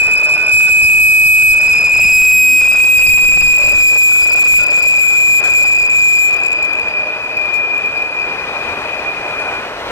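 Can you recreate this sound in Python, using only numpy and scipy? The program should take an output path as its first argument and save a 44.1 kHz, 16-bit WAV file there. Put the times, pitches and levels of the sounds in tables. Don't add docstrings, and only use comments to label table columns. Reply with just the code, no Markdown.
import sys
import numpy as np
from scipy import signal
from scipy.io import wavfile
from scipy.ndimage import uniform_filter1d

SR = 44100
rng = np.random.default_rng(int(sys.argv[2]) if len(sys.argv) > 2 else 0)


def undo_db(level):
    steps = np.asarray(level, float) / 20
    return 10 ** steps


def log_audio(samples):
    frames = np.atleast_2d(samples).T
    limited = np.clip(frames, -1, 1)
    pcm = np.round(limited * 32767).astype(np.int16)
    wavfile.write(sys.argv[1], SR, pcm)


N = 437022


def rms_one(x):
    return x / np.sqrt(np.mean(x ** 2) + 1e-20)


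def in_time(rows):
    s, *columns = np.transpose(rows)
    return [np.interp(np.arange(N) / SR, s, c) for c in columns]


def at_hz(points, hz):
    table_hz, values = np.transpose(points)
    return np.interp(np.log(hz), np.log(table_hz), values)


def drift(rate_hz):
    r = np.exp(-80 * np.pi * rate_hz / SR)
    sparse = rng.standard_normal(N // 40 + 2002)
    slow = signal.lfilter([1], [1, -2 * r, r * r], sparse)[2000:]
    return np.interp(np.arange(N) / 40, np.arange(len(slow)), rms_one(slow))


def bandpass(x, order, low_hz, high_hz):
    return signal.sosfilt(signal.butter(order, [low_hz, high_hz], "band", fs=SR, output="sos"), x)


def resonance(x, hz, width_hz):
    r = np.exp(-np.pi * width_hz / SR)
    poles = [1, -2 * r * np.cos(2 * np.pi * hz / SR), r * r]
    return signal.lfilter([(1 - r * r) / 2, 0, (r * r - 1) / 2], poles, x)


def pair(mid, side, alike):
    alike = np.clip(alike, -1, 1)
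    return (np.sqrt(1 + alike) * mid + np.sqrt(1 - alike) * side * [[1], [-1]]) / np.sqrt(2)


def late_right(x, lag_us):
    i = np.arange(N)
    return np.array([x[0], np.interp(i - lag_us * SR / 10 ** 6, i, x[1])])


def spells(rows, rest_db, edge_s):
    gain = np.full((2, N), undo_db(rest_db))
    for s, length_s, db, *right_db in rows:
        start, stop = int(max(s, 0) * SR), int((s + length_s) * SR)
        gain[:, start:stop] = undo_db(db + np.array([[0], [sum(right_db)]]))
    return uniform_filter1d(gain, size=int(edge_s * SR), axis=1, mode="nearest")


# (start [s], length [s], level [dB])
LOW_LUMPS = [(.04, 0.092, -38), (.58, 0.1, -36), (.9, 0.13, -37.5), (1.4, 0.3, -37.5), (1.92, 0.12, -34),
             (2.15, 0.2, -33.5), (2.62, .22, -41), (3.04, 0.15, -31.5), (3.24, 0.27, -28), (3.62, .22, -32),
             (4.45, 0.17, -36), (5.4, 0.47, -47)]


def low_lumps():
    mid, side = [drift(7.1) + .5 * drift(46) + 0.42 * drift(235) for _ in range(2)]
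    gain = spells(LOW_LUMPS, rest_db=-65, edge_s=.08)
    flutter_db = 9.5 + 2.5 * np.array([drift(1.2), drift(15)])
    return gain * undo_db(flutter_db) * pair(mid, side, 0.093)


# (time [s], level [dB])
ROLL = [(0, -29.5), (.7, -29.5), (1.35, -31.5), (2.2, -30), (2.95, -27.5), (4.0, -28), (5.4, -29.5),
        (6.0, -31), (6.9, -28.5), (8.2, -28), (8.6, -24.5), (9.3, -26), (9.91, -23.5)]
# (frequency [Hz], density [dB per Hz])
ROLL_COLOUR = [(24, -10), (70, -3.5), (189, -7.5), (500, 4), (1500, 1), (3000, -6), (8980, -26.5),
               (16000, -34)]
# (frequency [Hz], likeness [-1..1])
ROLL_ALIKE = [(60, 1), (300, 1), (1000, 0.9), (3000, 0.75), (9000, 0.033)]


def rolling():
    roll_db, = in_time(ROLL)
    together = drift(5)
    edges_hz = 24 * 2 ** np.arange(0, 9.6, .5)
    white = rng.standard_normal((2, 2, N))
    out = 0
    for k, (low_hz, high_hz) in enumerate(zip(edges_hz, edges_hz[1:])):
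        mid, side = bandpass(white[k % 2], 2, low_hz, high_hz)
        hz = np.sqrt(low_hz * high_hz)
        gain = undo_db(at_hz(ROLL_COLOUR, hz) + .7 * together + .9 * drift(11))
        out = out + gain * pair(mid, side, at_hz(ROLL_ALIKE, hz))
    return undo_db(roll_db + 3) * late_right(rms_one(out), 113.3)


# (time [s], peak level [dB], t60 [s])
CLANKS = [
    (5.396, -26.5, 0.66),
    (5.435, -18, 0.24),
    (8.867, -25, 0.034),
    (9.391, -23, 0.3),
]
# (frequency [Hz], width [Hz], level [dB])
CLANK_MODES = [(680, 160, 0), (1250, 300, -3), (1580, 150, -3), (3600, 1500, -14)]


def couplers():
    burst, t = np.zeros(N), np.arange(N) / SR
    for s, peak_db, t60_s in CLANKS:
        age_s = np.clip(t - s, 0, None)
        burst += undo_db(peak_db + 2.5 - 60 * age_s / t60_s) * (1 - np.exp(-age_s / 0.0033))
    burst *= rng.standard_normal(N)
    clank = 0
    for hz, width_hz, db in CLANK_MODES:
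        clank = clank + undo_db(db) * np.sqrt(3000 / width_hz) * resonance(burst, hz, width_hz)
    return late_right([clank, clank], 107)


SPEED_M_S, DISTANCE_M, NEAREST_S = 8.07, 11.4, 3.25


def doppler(nearest_s=NEAREST_S):
    along_m = SPEED_M_S * (np.arange(N) / SR - nearest_s)
    return 1 - SPEED_M_S / 343 * along_m / np.hypot(along_m, DISTANCE_M)


def wheel_mode(hz, width_hz, gain, lead_us):
    shift = np.where(np.arange(N) < 6.3 * SR, doppler(), doppler(11.5))
    phase = 2 * np.pi * np.cumsum(hz * shift) / SR
    ring = drift(width_hz) * np.sin(phase) + drift(width_hz) * np.cos(phase)
    return gain * late_right([ring, ring], lead_us)


QUIET_DB, SPELL_EDGE_S = -55, 0.15
# (start [s], length [s], level [dB])
HUMS = [(.2, 0.38, -32.5), (1.5, 0.68, -35), (2.6, 0.31, -34), (3.58, 0.23, -23.5), (3.85, 0.15, -21),
        (4.25, 0.38, -30), (4.6, 0.4, -29.5), (5.46, 0.25, -29.5), (6.5, 1.0, -32.5), (8.8, 0.21, -32),
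        (9.0, .95, -35)]


def hum(lead_us):
    return undo_db(-4) * wheel_mode(600, 12, spells(HUMS, QUIET_DB, SPELL_EDGE_S), lead_us)


# (start [s], length [s], level [dB])
WHINES = [(0, .34, -45.5), (.36, 0.16, -35), (.63, 0.061, -31.5), (.85, .25, -47), (1.36, 0.18, -42),
          (2.62, .22, -48), (3.7, .14, -45), (4.12, 0.062, -31), (4.32, 0.12, -36.5), (4.5, 0.37, -43),
          (5.0, 0.21, -41), (5.42, 0.26, -42.5), (6.5, 1.0, -51), (9.42, 0.28, -40.5)]


def whine(lead_us):
    return undo_db(10) * wheel_mode(1452, 12, spells(WHINES, QUIET_DB, SPELL_EDGE_S), lead_us)


# (time [s], level [dB], right minus left [dB])
ECHOES = [(0, -14.5, 7), (.5, -10.5, 2), (1.2, -7.5, -2.5), (1.6, -8.5, -6.5), (2.2, -5, -5),
          (2.75, -5.5, -10.5), (3.2, -1.5, -5), (3.9, -7, -10), (4.5, -7.5, -7), (5.3, -12.5, -15),
          (6.0, -12, -9), (6.6, -13.5, -8.5), (6.79, -17, -6), (7.4, -20.5, -5), (8.0, -22, -6),
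          (9.0, -25, -17.5), (9.55, -24.5, -2), (9.91, -45, -6)]
# (low [Hz], high [Hz])
ECHO_BANDS = [(2430, 2544), (2325, 2650)]
ECHO_DB = [5.5, -25.5]


def car_echoes(echo_db, right_db, lead_us):
    echoes = 0
    for (low_hz, high_hz), level_db in zip(ECHO_BANDS, ECHO_DB):
        mid, side = bandpass(rng.standard_normal((2, N)), 3, low_hz, high_hz)
        echoes = echoes + undo_db(level_db) * rms_one(pair(mid, side, 0.87))
    gain = undo_db(echo_db + 0.38 * right_db * [[-1], [1]])
    return gain * late_right(rms_one(echoes), 1.073 * lead_us)


# (start [s], length [s], left tone level [dB], right minus left [dB])
BITES = [(0, 0.21, -9, -0.5), (.3, 0.28, -18.5, 6), (.52, 0.47, -2.5, 3), (1.0, 0.54, 3, 4.5),
         (1.6, 0.15, -7, 1), (1.8, 0.068, -5.5, -6), (2.0, .32, 3, -3.5), (2.33, 0.27, 15.5, 0.5),
         (2.795, 0.32, 1.5, 1), (3.122, 0.19, 2, -0.5), (3.378, 0.19, -0.5, -4), (3.64, 0.098, -4, -8),
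         (3.78, 0.437, 1.5, -3.5), (4.23, 0.22, -4, -16), (4.46, 0.14, -1, -1), (4.72, .26, -2.5, -5),
         (5.0, 0.4, 2.5, -10), (5.43, .2, -2, -7), (5.64, 0.224, -5.5, -2), (5.9, 0.45, -2, -7),
         (6.42, 0.327, -13, -17), (6.88, 0.18, -16.5, -1.5), (7.36, 0.45, -12, -5), (7.82, 0.59, -15.5, -4),
         (8.56, 0.17, -20, -11), (9.05, 0.098, -18.5, 3), (9.27, 0.33, -21, -3)]
OVERTONE_DB = [-30, -41.5, -48.5, -51, -47]
FACING_DB = [
    [2.5],
    [7],
]


def squeal(lead_us):
    echo_db, right_db = in_time(ECHOES)
    pitch_hz = 2486 * doppler()
    phase = 2 * np.pi * np.cumsum(pitch_hz) / SR + 0.158 * drift(7.1)
    phase = phase - 2 * np.pi * pitch_hz * lead_us / 10 ** 6 * [[0], [1]]

    bites = spells(BITES, rest_db=-37, edge_s=0.028)
    floor = undo_db(echo_db - 2)
    waver_db = 2.4 * np.array([drift(14), drift(21.4)])
    gain = np.sqrt(2) * np.maximum(bites, floor) * undo_db(waver_db)

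    echo_db = echo_db + 1.8 * drift(6.5)
    echoes = car_echoes(echo_db, right_db, lead_us)
    near = undo_db(echo_db - 6.0) * (drift(35.4) * np.sin(phase) + drift(34.4) * np.cos(phase))

    blur = .5 * drift(48) + 0.56 * drift(3.1)
    partials = 0
    for number, db in enumerate(OVERTONE_DB, 2):
        partials = partials + undo_db(db + 4.0 * drift(17)) * np.sin(number * (phase + blur))
    facing = (doppler() - 1) * 343 / SPEED_M_S
    echo_gain = undo_db(echo_db + 6.5 + 0.17 * right_db * [[-1], [1]])
    partials = partials * undo_db(facing * np.array(FACING_DB)) * (gain + echo_gain)
    return gain * np.sin(phase) + partials + near + echoes


# (time [s], lead of left port [us])
LEAD = [(0, -104), (1.2, -72), (1.8, -53), (2.4, 6.5), (3, 80), (3.6, 137.5), (4.2, 182.5), (5.4, 156.5),
        (6.6, 161), (7.6, 113), (8.5, 134), (9.91, 130)]


def scene():
    lead_us, = in_time(LEAD)
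    under = rolling() + couplers() + hum(lead_us) + whine(lead_us)
    under = under * undo_db([[.6], [-.6]])
    return low_lumps() * undo_db([[.8], [-.8]]) + under + squeal(lead_us)


TOP = 0.59


def overload_noise(dry):
    clipped_share = uniform_filter1d(1. * (np.abs(dry) > TOP), size=60, axis=1)
    hiss, rumble = rng.standard_normal((2, 2, N))
    low = rms_one(signal.sosfilt(signal.butter(1, 220, fs=SR, output="sos"), rumble))
    crackle = undo_db(-29) * (1 - clipped_share) ** .5 * low
    return undo_db(-59) * hiss + clipped_share ** .5 * (undo_db(-27.0) * hiss + crackle)


def roll_off(x):
    return signal.sosfilt(signal.butter(12, 17100, fs=SR, output="sos"), x)


def record(dry):
    bypass = .6 * signal.sosfilt(signal.butter(2, 200, fs=SR, output="sos"), dry)
    fine = signal.resample_poly(dry - bypass, 160, 147, axis=1)
    x = signal.resample_poly(np.clip(fine, -TOP, TOP), 147, 160, axis=1)[:, :N]
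    x = x + .05 * x ** 2 + bypass + overload_noise(dry)
    pole_hz, zero_hz = 2600, 4200
    shelf = signal.bilinear([1 / zero_hz / 2 / np.pi, 1], [1 / pole_hz / 2 / np.pi, 1], SR)
    x = undo_db(-1.5) * signal.lfilter(*shelf, x)
    x = signal.sosfilt(signal.butter(1, 14, "high", fs=SR, output="sos"), x)
    x = signal.sosfilt(signal.cheby2(14, 60, 16400, fs=SR, output="sos"), x)
    return roll_off(x)


dry = scene()
out = record(dry)
log_audio(out)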